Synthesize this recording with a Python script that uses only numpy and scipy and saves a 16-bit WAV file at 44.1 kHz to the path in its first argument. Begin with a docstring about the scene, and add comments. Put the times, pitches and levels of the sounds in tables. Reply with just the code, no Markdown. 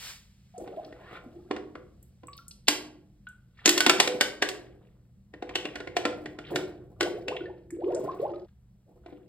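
"""A low hum, a faint hiss and rocking water come first; then a gloved hand pushes a thin plastic bottle under
the water of a toilet bowl, close by in a small tiled room. Glugging air and the bottle's hollow boom are sines of
mostly rising pitch, with wet splats. Short ticks and ringing drops fall between, the glove crinkles in gritty
ticks, and water rushes in as noise. The wall buckles in sharp snaps of shaped noise. Bowl resonances colour the
low tones, snaps, slaps and inflow; the tiles answer with a decaying noise tail and a few standing waves."""
import sys
import numpy as np
from scipy import signal
from scipy.fft import rfft, irfft
from scipy.io import wavfile
from scipy.ndimage import uniform_filter1d

SR = 44100
rng = np.random.default_rng(int(sys.argv[2]) if len(sys.argv) > 2 else 0)


def transcribe(u):
    """Save the signal u as a 16-bit wav file named by the first command-line argument.

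    u: samples, shape (n,) or (channels, n), limited to [-1, 1]; the rate is SR.
    q: integer samples, one column per channel.
    """
    v = np.clip(np.atleast_2d(u).T, -1, 1)
    q = np.round(v * 32767).astype(np.int16)
    wavfile.write(sys.argv[1], SR, q)


N = 409248
TIME = np.arange(N) / SR  # s
FREQS = np.arange(N // 2 + 1) * SR / N  # Hz

# Low watery tones: air bubbles leaving the neck, and the bottle's hollow boom under a few hard snaps.
# Each row: start in seconds, first pitch in Hz, last pitch in Hz, length of the glide in seconds,
# level in dB before the mix.
WATERY_TONES = [(0.54, 707, 704, 0.047, -44), (0.578, 451, 1100, 0.046, -39.5),
                (0.677, 413, 385, 0.023, -41), (0.698, 441, 890, 0.05, -42.5),
                (0.772, 604, 848, 0.032, -31), (1.261, 252, 233, 0.02, -39), (1.36, 346, 386, 0.018, -43),
                (2.684, 260, 340, 0.027, -29.5), (3.662, 283, 332, 0.029, -22.5),
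                (3.869, 249, 302, 0.023, -22), (6.516, 332, 483, 0.05, -30.5),
                (7.01, 349.5, 382, 0.019, -23.5), (7.025, 431.7, 1100, 0.059, -28.5),
                (7.136, 385, 843, 0.058, -39.5), (7.267, 387, 1470, 0.07, -32),
                (7.315, 412, 840, 0.053, -34.5), (7.407, 342, 370, 0.028, -36.5),
                (7.448, 424, 1176, 0.07, -44), (7.723, 295, 405, 0.024, -34.5),
                (7.769, 379, 1176, 0.076, -35), (7.834, 334, 1015, 0.098, -25),
                (7.915, 361.6, 398, 0.026, -31.5), (7.935, 476.6, 752, 0.048, -30),
                (8.05, 398, 550, 0.019, -33), (8.075, 670, 1070, 0.013, -28), (8.08, 1023, 1160, .026, -27),
                (8.197, 421, 1142, 0.075, -25.5), (8.303, 343, 374, 0.049, -36.5)]
# Spectrum shared by the rubbing glove and the rush of water. Each row: frequency in Hz, level in dB.
RUB_AND_RUSH_COLOUR = [(200, -29), (700, -1), (1800, 1.5), (3500, -1.5), (6000, -21.5), (15000, -34)]


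def undb(db):
    """Decibels to gain."""
    return 10 ** (np.asarray(db) / 20)


def unit(x):
    """Scale to rms 1."""
    return x / np.sqrt(np.mean(x ** 2))


def curve(rows):
    """Gain over time from rows of seconds and dB."""
    return undb(np.interp(TIME, *np.transpose(rows)))


def swells(rows, rise, sag, release):
    """Gain over time from rows of start s, length s, dB; each rises, sags and dies away at rates in dB per s."""
    power = 0
    for start, length, db in rows:
        age = TIME - start
        before = rise * np.maximum(-age, 0)
        held = sag * np.clip(age, 0, length)
        after = release * np.maximum(age - length, 0)
        drop = np.minimum(before + held + after, 200)
        power = power + undb(db - drop) ** 2
    return np.sqrt(power)


def walk(rate):
    """A smooth random wander at a rate in Hz, with rms 1."""
    step = int(SR / rate)
    stairs = np.repeat(rng.standard_normal(N // step + 1), step)
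    return unit(uniform_filter1d(stairs, step)[:N])


def at_hz(rows, hz):
    """Read a table of Hz and value on a log-frequency axis."""
    rows = np.asarray(rows, float)
    return np.interp(np.log(hz + 1), np.log(rows[:, 0] + 1), rows[:, 1])


def colour(x, rows):
    """Filter a sound by rows of Hz and dB."""
    return irfft(rfft(x) * undb(at_hz(rows, FREQS)), N)


def band(x, lo, hi):
    """Causal band-pass."""
    sos = signal.butter(3, [lo, min(hi, SR / 2 - 10)], "band", fs=SR, output="sos")
    return signal.sosfilt(sos, x)


def pair(two):
    """Two unrelated signals made partly alike at two microphone ports, most of all in the bass."""
    # Each row: frequency in Hz, likeness of the two ports from 0 to 1.
    likeness = [(100, .96), (500, .84), (1600, .88), (2600, .55), (4800, .45), (6200, .88), (15000, .85)]
    alike = np.sqrt(np.clip(at_hz(likeness, FREQS), 0, 1))
    shares = np.sqrt([(1 + alike) / 2, (1 - alike) / 2])
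    mid, side = irfft(rfft(two) * shares, N)
    return np.array([mid + side, mid - side])


def noise():
    """White noise at the two ports."""
    return pair(rng.standard_normal((2, N)))


def add(out, s, sound):
    """Mix a sound in at time s."""
    i = int(s * SR)
    out[:, i:i + sound.shape[-1]] += sound[..., :N - i]


def bowl(x, shift=1):
    """The air between water and porcelain rings along with the direct sound; shift scales its pitches."""
    # Air resonances. Each row: frequency in Hz, width in Hz, level in dB relative to the direct sound.
    air_modes = [(365, 81, 19), (481, 25, 11), (689, 59, 12), (1052, 31, 9), (1415, 70, 9), (1810, 170, 3)]
    rings = 0
    for hz, width, db in air_modes:
        resonator = signal.iirpeak(hz * shift, hz / width, SR)
        rings = rings + undb(db) * signal.lfilter(*resonator, x)
    return x + rings


def tick(hz):
    """A brief gritty splat: random modulation spreads a fading tone around one pitch; peak 1."""
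    t, decay_s, sharpness = TIME[:SR // 40], .003, 1.4
    knots = rng.standard_normal((2, 160))
    grit = np.interp(t * hz / sharpness, np.arange(knots.shape[1]), knots[0] + 1j * knots[1])
    tone = np.real(grit * np.exp(2j * np.pi * hz * t))
    splat = tone * np.sqrt(t) * np.exp(-t / decay_s)
    return splat / np.abs(splat).max()


def bubble(hz, cycles, glide):
    """A small trapped bubble: a fading sine that slides up."""
    age = TIME[:int(6 * cycles / hz * SR)] * hz / cycles  # in decay times
    fade = (1 - np.exp(-20 * age)) * np.exp(-age)
    return fade * np.sin(2 * np.pi * cycles * (age + glide * age ** 2 / 2))


def hum(hum_hz=122.4, hum_db=-64.5, waver_db=2, rumble_db=-59.5):
    """A low sine, wavering in level, over the noise rumble of the house."""
    # Rumble spectrum. Each row: frequency in Hz, level in dB.
    rumble_colour = [(20, -23), (55, -1), (125, -15), (200, -6.5), (265, -27), (1000, -43), (12000, -53)]
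    level = undb(hum_db + waver_db * walk(6.6))
    tone = np.sqrt(2) * np.sin(2 * np.pi * hum_hz * TIME) * level
    return tone + undb(rumble_db) * unit(colour(noise(), rumble_colour))


def hiss(air_db=-71.5, air_fade_db_s=4):
    """Soft wide noise: one brief swell over a faint hiss that slowly fades."""
    # The swell. Each row: start in seconds, length in seconds, level in dB.
    puffs = [(.06, 0.045, -42)]
    # Hiss spectrum. Each row: frequency in Hz, level in dB.
    hiss_colour = [(150, -23), (800, -11.5), (2200, -3), (5000, -4), (9000, -11), (15000, -17)]
    swell = swells(puffs, rise=74, sag=12, release=185)
    air = undb(air_db - air_fade_db_s * TIME)
    return unit(colour(noise(), hiss_colour)) * (swell + air)


def grains(rate, spread_db, grain_s=0.011):
    """Random noise bursts, rate per second, of very uneven size, each decaying over grain_s."""
    starts = rng.random(N) < rate / SR
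    sizes = undb(spread_db * np.clip(rng.standard_normal(N), -2, 2))
    envelope = signal.lfilter([1], [1, -np.exp(-1 / (grain_s * SR))], starts * sizes)
    return noise() * envelope


def slosh(bubbles_db=-6, size_db=12, ripple_db=-84.5):
    """Noise grains slap the porcelain, tiny ringing bubbles fold in, and the water mass rocks as deep noise."""
    # The whole body of water heaves. Each row: time in seconds, level in dB.
    heave = [(.5, -67), (2, -63.5), (3.9, -69.5), (5.1, -66), (6.1, -56.5), (7.2, -57), (8.4, -63),
             (8.5, -81.5)]
    # The hand pushes the bottle through the water. Each row: start in seconds, length in seconds, slosh in dB.
    strokes = [(.6, 0.87, -50.5), (3.7, 0.58, -43), (4.4, 0.43, -63.5), (5.42, 1.53, -50),
               (6.52, 0.023, -38), (7.0, 0.13, -47.5), (7.88, 0.36, -42.5), (8.88, 0.33, -65)]
    # Slap spectrum. Each row: frequency in Hz, level in dB.
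    slosh_colour = [(60, -29.5), (130, 1.5), (250, -7.5), (450, -5), (800, -7), (1400, -34), (4000, -30)]
    slaps = unit(bowl(colour(grains(rate=110, spread_db=12), slosh_colour)))
    froth = np.zeros((2, N))
    for when, pitch, size in rng.random((900, 3)):
        gain = undb(size_db * size - 10 * pitch)
        add(froth, when * TIME[-1], gain * bubble(400 * 4 ** pitch, cycles=9.7, glide=0.04))
    rocking = unit(band(noise(), 60, 150)) * curve(heave)
    # The ripple keeps the water from ever being quite still.
    stir = swells(strokes, rise=500, sag=11, release=124) + undb(ripple_db)
    return (slaps + undb(bubbles_db) * unit(froth)) * stir + rocking


def watery_tones(bend=1.6, fade=2, onset_s=0.00077, sway_share=.04, wobble=0.45, bowl_db=-18, direct_db=-8):
    """Bubbles leaving the neck and the hollow bottle ring as sines whose pitch glides ever faster, mostly up."""
    out = np.zeros((2, N))
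    sway = 1 + sway_share * walk(130)  # pitch wavers
    for s, first_hz, last_hz, length, db in WATERY_TONES:
        t = TIME[:int(2 * length * SR)]
        glide = t / length
        hz = first_hz * (last_hz / first_hz) ** np.minimum(glide ** bend, 1)
        hz = hz * sway[int(s * SR):][:len(t)]
        swell = (1 - np.exp(-t / onset_s)) * np.exp(-fade * glide ** 10)
        add(out, s, undb(db) * swell * np.sin(2 * np.pi * np.cumsum(hz) / SR))
    out = out * (1 + wobble * walk(150))  # level wavers
    return undb(direct_db) * out + undb(bowl_db) * bowl(out)


def spray(below_db=-27, scatter_db=4, count=18, spread_s=.17):
    """Each low watery tone brings many soft, wet splats that start within spread_s."""
    out = np.zeros((2, N))
    for s, _, _, length, db in WATERY_TONES:
        for wait, pitch, size in rng.random((count, 3)):
            hz = 1300 * 4 ** pitch
            gain = undb(db + below_db - 2 * scatter_db * size)
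            add(out, s + length / 2 + wait * spread_s, gain * tick(hz))
    return out


def ticks_and_drips(cycles=17, glide=0.011, tap_db=-10):
    """Short gritty ticks, and drops that tap the surface and trap a ringing bubble."""
    # Short gritty ticks: droplets, tiny bursting bubbles, a knock, and a creak just before a snap.
    # Each row: start in seconds, pitch in Hz, peak in dB.
    short_ticks = [(0.579, 7900, -42.5), (.847, 4230, -44), (1.753, 1470, -32), (2.027, 11000, -45.5),
                   (2.331, 3900, -39.5), (2.367, 12980, -43.5), (2.377, 4577, -38), (2.481, 9020, -31.5),
                   (2.51, 4650, -37.5), (2.671, 3905, -31), (3.287, 9060, -45.5), (7.366, 2734, -27.5),
                   (7.704, 1820, -44), (7.705, 8475, -41), (7.843, 2713, -44.5), (7.947, 6800, -32.5)]
    # Drops that trap a bubble. Each row: start in seconds, pitch in Hz, level in dB.
    ringing_drops = [(2.271, 7900, -38.5), (2.283, 1116, -37.5), (2.388, 1356, -43.5), (3.269, 1467, -34.5),
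                     (7.406, 1450, -40.5), (7.457, 1770, -38.5), (8.336, 1232, -44)]
    out = np.zeros((2, N))
    for s, hz, db in short_ticks:
        add(out, s, undb(db) * tick(hz))
    for s, hz, db in ringing_drops:
        add(out, s, undb(db + tap_db) * tick(2 * hz))
        add(out, s, undb(db) * bubble(hz, cycles, glide))
    return out


def rub(rustle_db=-3, spread_db=7, count=1500):
    """Under the glove the thin wall crinkles in uneven ticks, each at its own pitch, over a fine rustle."""
    # The glove tightens on the wet plastic. Each row: start in seconds, length in seconds, crinkle in dB.
    squeezes = [(.6, 0.23, -63.5), (3.602, 0.056, -53), (3.69, 0.31, -37.5), (4.52, 0.16, -65.5),
                (4.83, 0.0089, -70.5), (5.5, 0.48, -53.5), (6.475, 0.04, -49), (7.92, 0.4, -63),
                (9.07, 0.031, -67)]
    ticks = np.zeros((2, N))
    for when, pitch, size in rng.random((count, 3)):
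        hz = 1000 * 7 ** pitch
        add(ticks, when * TIME[-1], undb(2 * spread_db * size ** 2) * tick(hz))
    crinkle = unit(ticks) + undb(rustle_db) * noise()
    grip = swells(squeezes, rise=349.5, sag=27, release=97)
    return unit(colour(crinkle, RUB_AND_RUSH_COLOUR)) * grip


def dent(x, hz, gain=2.5):
    """Each new shape of the wall rings briefly at its own pitch."""
    return x + gain * signal.lfilter(*signal.iirpeak(hz, 9, SR), x)


def snaps(burst_s=0.0051, roll_hz=7500, creak_db=-20, pivot_hz=1400, bowl_scatter=.07):
    """The wall creaks under strain, then a dent flips in milliseconds; dull ones thump, bright ones crack."""
    # The wall buckles. Each row: time in seconds, level in dB before the dent rings,
    # brightness in dB per octave about pivot_hz, pitch of the dent in Hz.
    buckles = [(0.676, -60.5, -4, 816), (0.925, -64.5, -4, 1890), (1.511, -43.5, -4, 1080),
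               (1.564, -52.5, -2, 1440), (1.754, -59, -4, 1470), (2.234, -67.5, -5, 985),
               (2.6832, -31.5, 5.5, 942), (3.658, -31.5, 4.5, 6500), (3.677, -34.5, 4, 280),
               (3.6919, -37, 8, 283), (3.778, -38, 5.5, 260), (3.8053, -34.5, 4.5, 1470),
               (3.864, -29, 2, 990), (3.896, -27.5, 3, 1327), (4.0005, -28.5, 3.5, 844),
               (4.075, -39, 2.5, 499), (4.21, -32, 3.5, 1630), (4.423, -34, 1, 1700), (4.4884, -47, 5, 352),
               (5.338, -61, -3.5, 1842), (5.4241, -52, -3.5, 760), (5.4928, -55, -2, 2280),
               (5.555, -39.5, 1.5, 3030), (5.654, -47.5, -1, 2800), (5.7563, -49, 0, 1750),
               (5.8033, -52.5, -2, 1540), (5.8732, -52.5, -3, 2100), (5.967, -37, 0, 700),
               (6.053, -36.5, -1, 1400), (6.2586, -52, -2, 1870), (6.388, -54, -1.5, 1390),
               (6.559, -41.5, 2.5, 1530), (7.008, -36.5, 1.5, 1380), (7.029, -44.5, 2, 382),
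               (7.282, -46, 0, 2690), (9.0615, -63.5, -4, 664), (9.126, -71, -9, 210)]
    # Colour shared by all snaps. Each row: frequency in Hz, level in dB per third of an octave.
    wall_colour = [(270, 0), (457, 4.5), (680, 2.5), (950, -2.5), (1270, -4), (1670, 1.5), (2900, 3.5),
                   (4600, -1), (6000, -4), (7400, -8), (9300, -13), (12000, -18.5), (15000, -26)]
    edges_hz = np.geomspace(800, 16600, 17) - 600
    out, lead = np.zeros((2, N)), 1 / 100  # the creak leads the flip by this many seconds
    t = TIME[:SR // 10] - lead
    creak = undb(creak_db) * (1 + t / lead) ** 2
    force = np.where(t < 0, creak, np.exp(-np.abs(t) / burst_s))
    count = len(buckles)
    crackle = noise()[:, :count * len(t)].reshape(2, count, len(t))
    cracks = signal.lfilter(*signal.butter(2, roll_hz, fs=SR), crackle * force)
    # The bowl's pitches differ a little from snap to snap.
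    shifts = 1 + bowl_scatter * rng.uniform(-0.72, 1, count)
    bursts = np.stack([bowl(cracks[:, k], shift) for k, shift in enumerate(shifts)], axis=1)
    times, db, brightness, dent_hz = np.transpose(buckles)
    wall = 0
    for lo, hi in zip(edges_hz, edges_hz[1:]):
        hz = np.sqrt(lo * hi)
        forth = band(bursts, lo, hi)
        ring = band(forth[..., ::-1], lo, hi)[..., ::-1]  # filtered back too: all bands start together
        thirds = 3 * np.log2(hi / lo)
        power = np.sum(ring ** 2, axis=(0, 2)) / (2 * lead * SR) / thirds
        band_db = db + at_hz(wall_colour, hz) + brightness * np.log2(hz / pivot_hz)
        gain = undb(band_db) / np.sqrt(power)
        wall = wall + ring * gain[:, None]
    for k, s in enumerate(times):
        add(out, s - lead, dent(wall[:, k], dent_hz[k]))
    return out


def inflow(peak_s=1.172, level_db=-43, octaves_per_s=3.6, rush_db=-3):
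    """Water rushes in through the neck, ever louder until cut off; the narrowing air gap whistles upward."""
    # Breathy whistles. Each row: frequency in Hz at the peak, level in dB relative to the inflow.
    whistles = [(1400, -4.5), (2350, -6)]
    gain = swells([(peak_s, 0, level_db)], rise=98, sag=0, release=689)
    pitch_ratio = 2 ** (octaves_per_s * np.minimum(TIME - peak_s, 0))
    climb = np.cumsum(pitch_ratio) / SR
    tones = 0
    for hz, db in whistles:
        tones = tones + undb(db) * walk(200) * np.sin(2 * np.pi * hz * climb)
    rush = unit(bowl(colour(noise(), RUB_AND_RUSH_COLOUR)))
    return (undb(rush_db) * rush + tones) * gain


def room(x, build_s=0.00061):
    """Tiles answer with a dense noise tail, longest in the bass, and standing waves; the ring breaks off twice."""
    # Standing waves. Each row: frequency in Hz, time to fall 60 dB in seconds, level in dB.
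    standing_waves = [(304, 0.94, -59.5), (349.5, 0.72, -59), (501.3, 0.57, -58.5)]
    # Strength of the tail. Each row: frequency in Hz, level in dB.
    tail_level = [(130, 0), (400, -0.5), (1000, -6.5), (15000, -5.5)]
    # Decay of the tail. Each row: frequency in Hz, time to fall 60 dB in seconds.
    tail_t60 = [(400, .72), (1000, .48), (2700, .38), (15000, .29)]
    # Times in seconds at which the ring starts anew.
    restarts = [0, .53, 8.46]
    t, wash, tail = TIME[:SR], noise(), 0
    for k in range(8):
        hz = 125 * 2 ** k
        shape = (1 - np.exp(-t / build_s)) * np.exp(-np.log(1000) * t / at_hz(tail_t60, hz))
        octave = band(wash[:, k * SR:(k + 1) * SR], hz / np.sqrt(2), hz * np.sqrt(2))
        tail = tail + octave * shape / np.linalg.norm(shape) * undb(at_hz(tail_level, hz))
    for hz, t60, db in standing_waves:
        tail = tail + undb(db) * np.exp(-np.log(1000) * t / t60) * np.sin(2 * np.pi * hz * t)
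    out = 0
    for start, end in zip(restarts, list(restarts[1:]) + [N]):
        # The last stretch runs to the end; short ramps soften each break.
        inside = uniform_filter1d(1. * ((TIME >= start) & (TIME < end)), size=600)
        out = out + inside * signal.oaconvolve(x * inside, tail, axes=1)[:, :N]
    return out


def scene():
    """Bottle and water in the bowl, the room around them."""
    near = slosh() + watery_tones() + spray() + ticks_and_drips() + rub() + snaps() + inflow()
    return hum() + hiss() + near + room(near)


def record(dry, top_hz=15900):
    """The two ports hear each frequency a little apart in phase; everything above top_hz is cut."""
    # Each row: frequency in Hz, phase in radians by which the left port leads.
    port_phase = [(0, 0), (780, -.8), (2500, 1.6), (4550, 1.1), (16000, 17.7)]
    lead = np.interp(FREQS, *np.transpose(port_phase))
    turn = np.exp(1j * np.outer([0, -1], lead))
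    ports = irfft(rfft(dry) * turn, N)
    low_pass = signal.ellip(10, .2, 90, top_hz, fs=SR, output="sos")
    return signal.sosfilt(low_pass, np.clip(ports, -1, 1))


dry = scene()
out = record(dry)
transcribe(out)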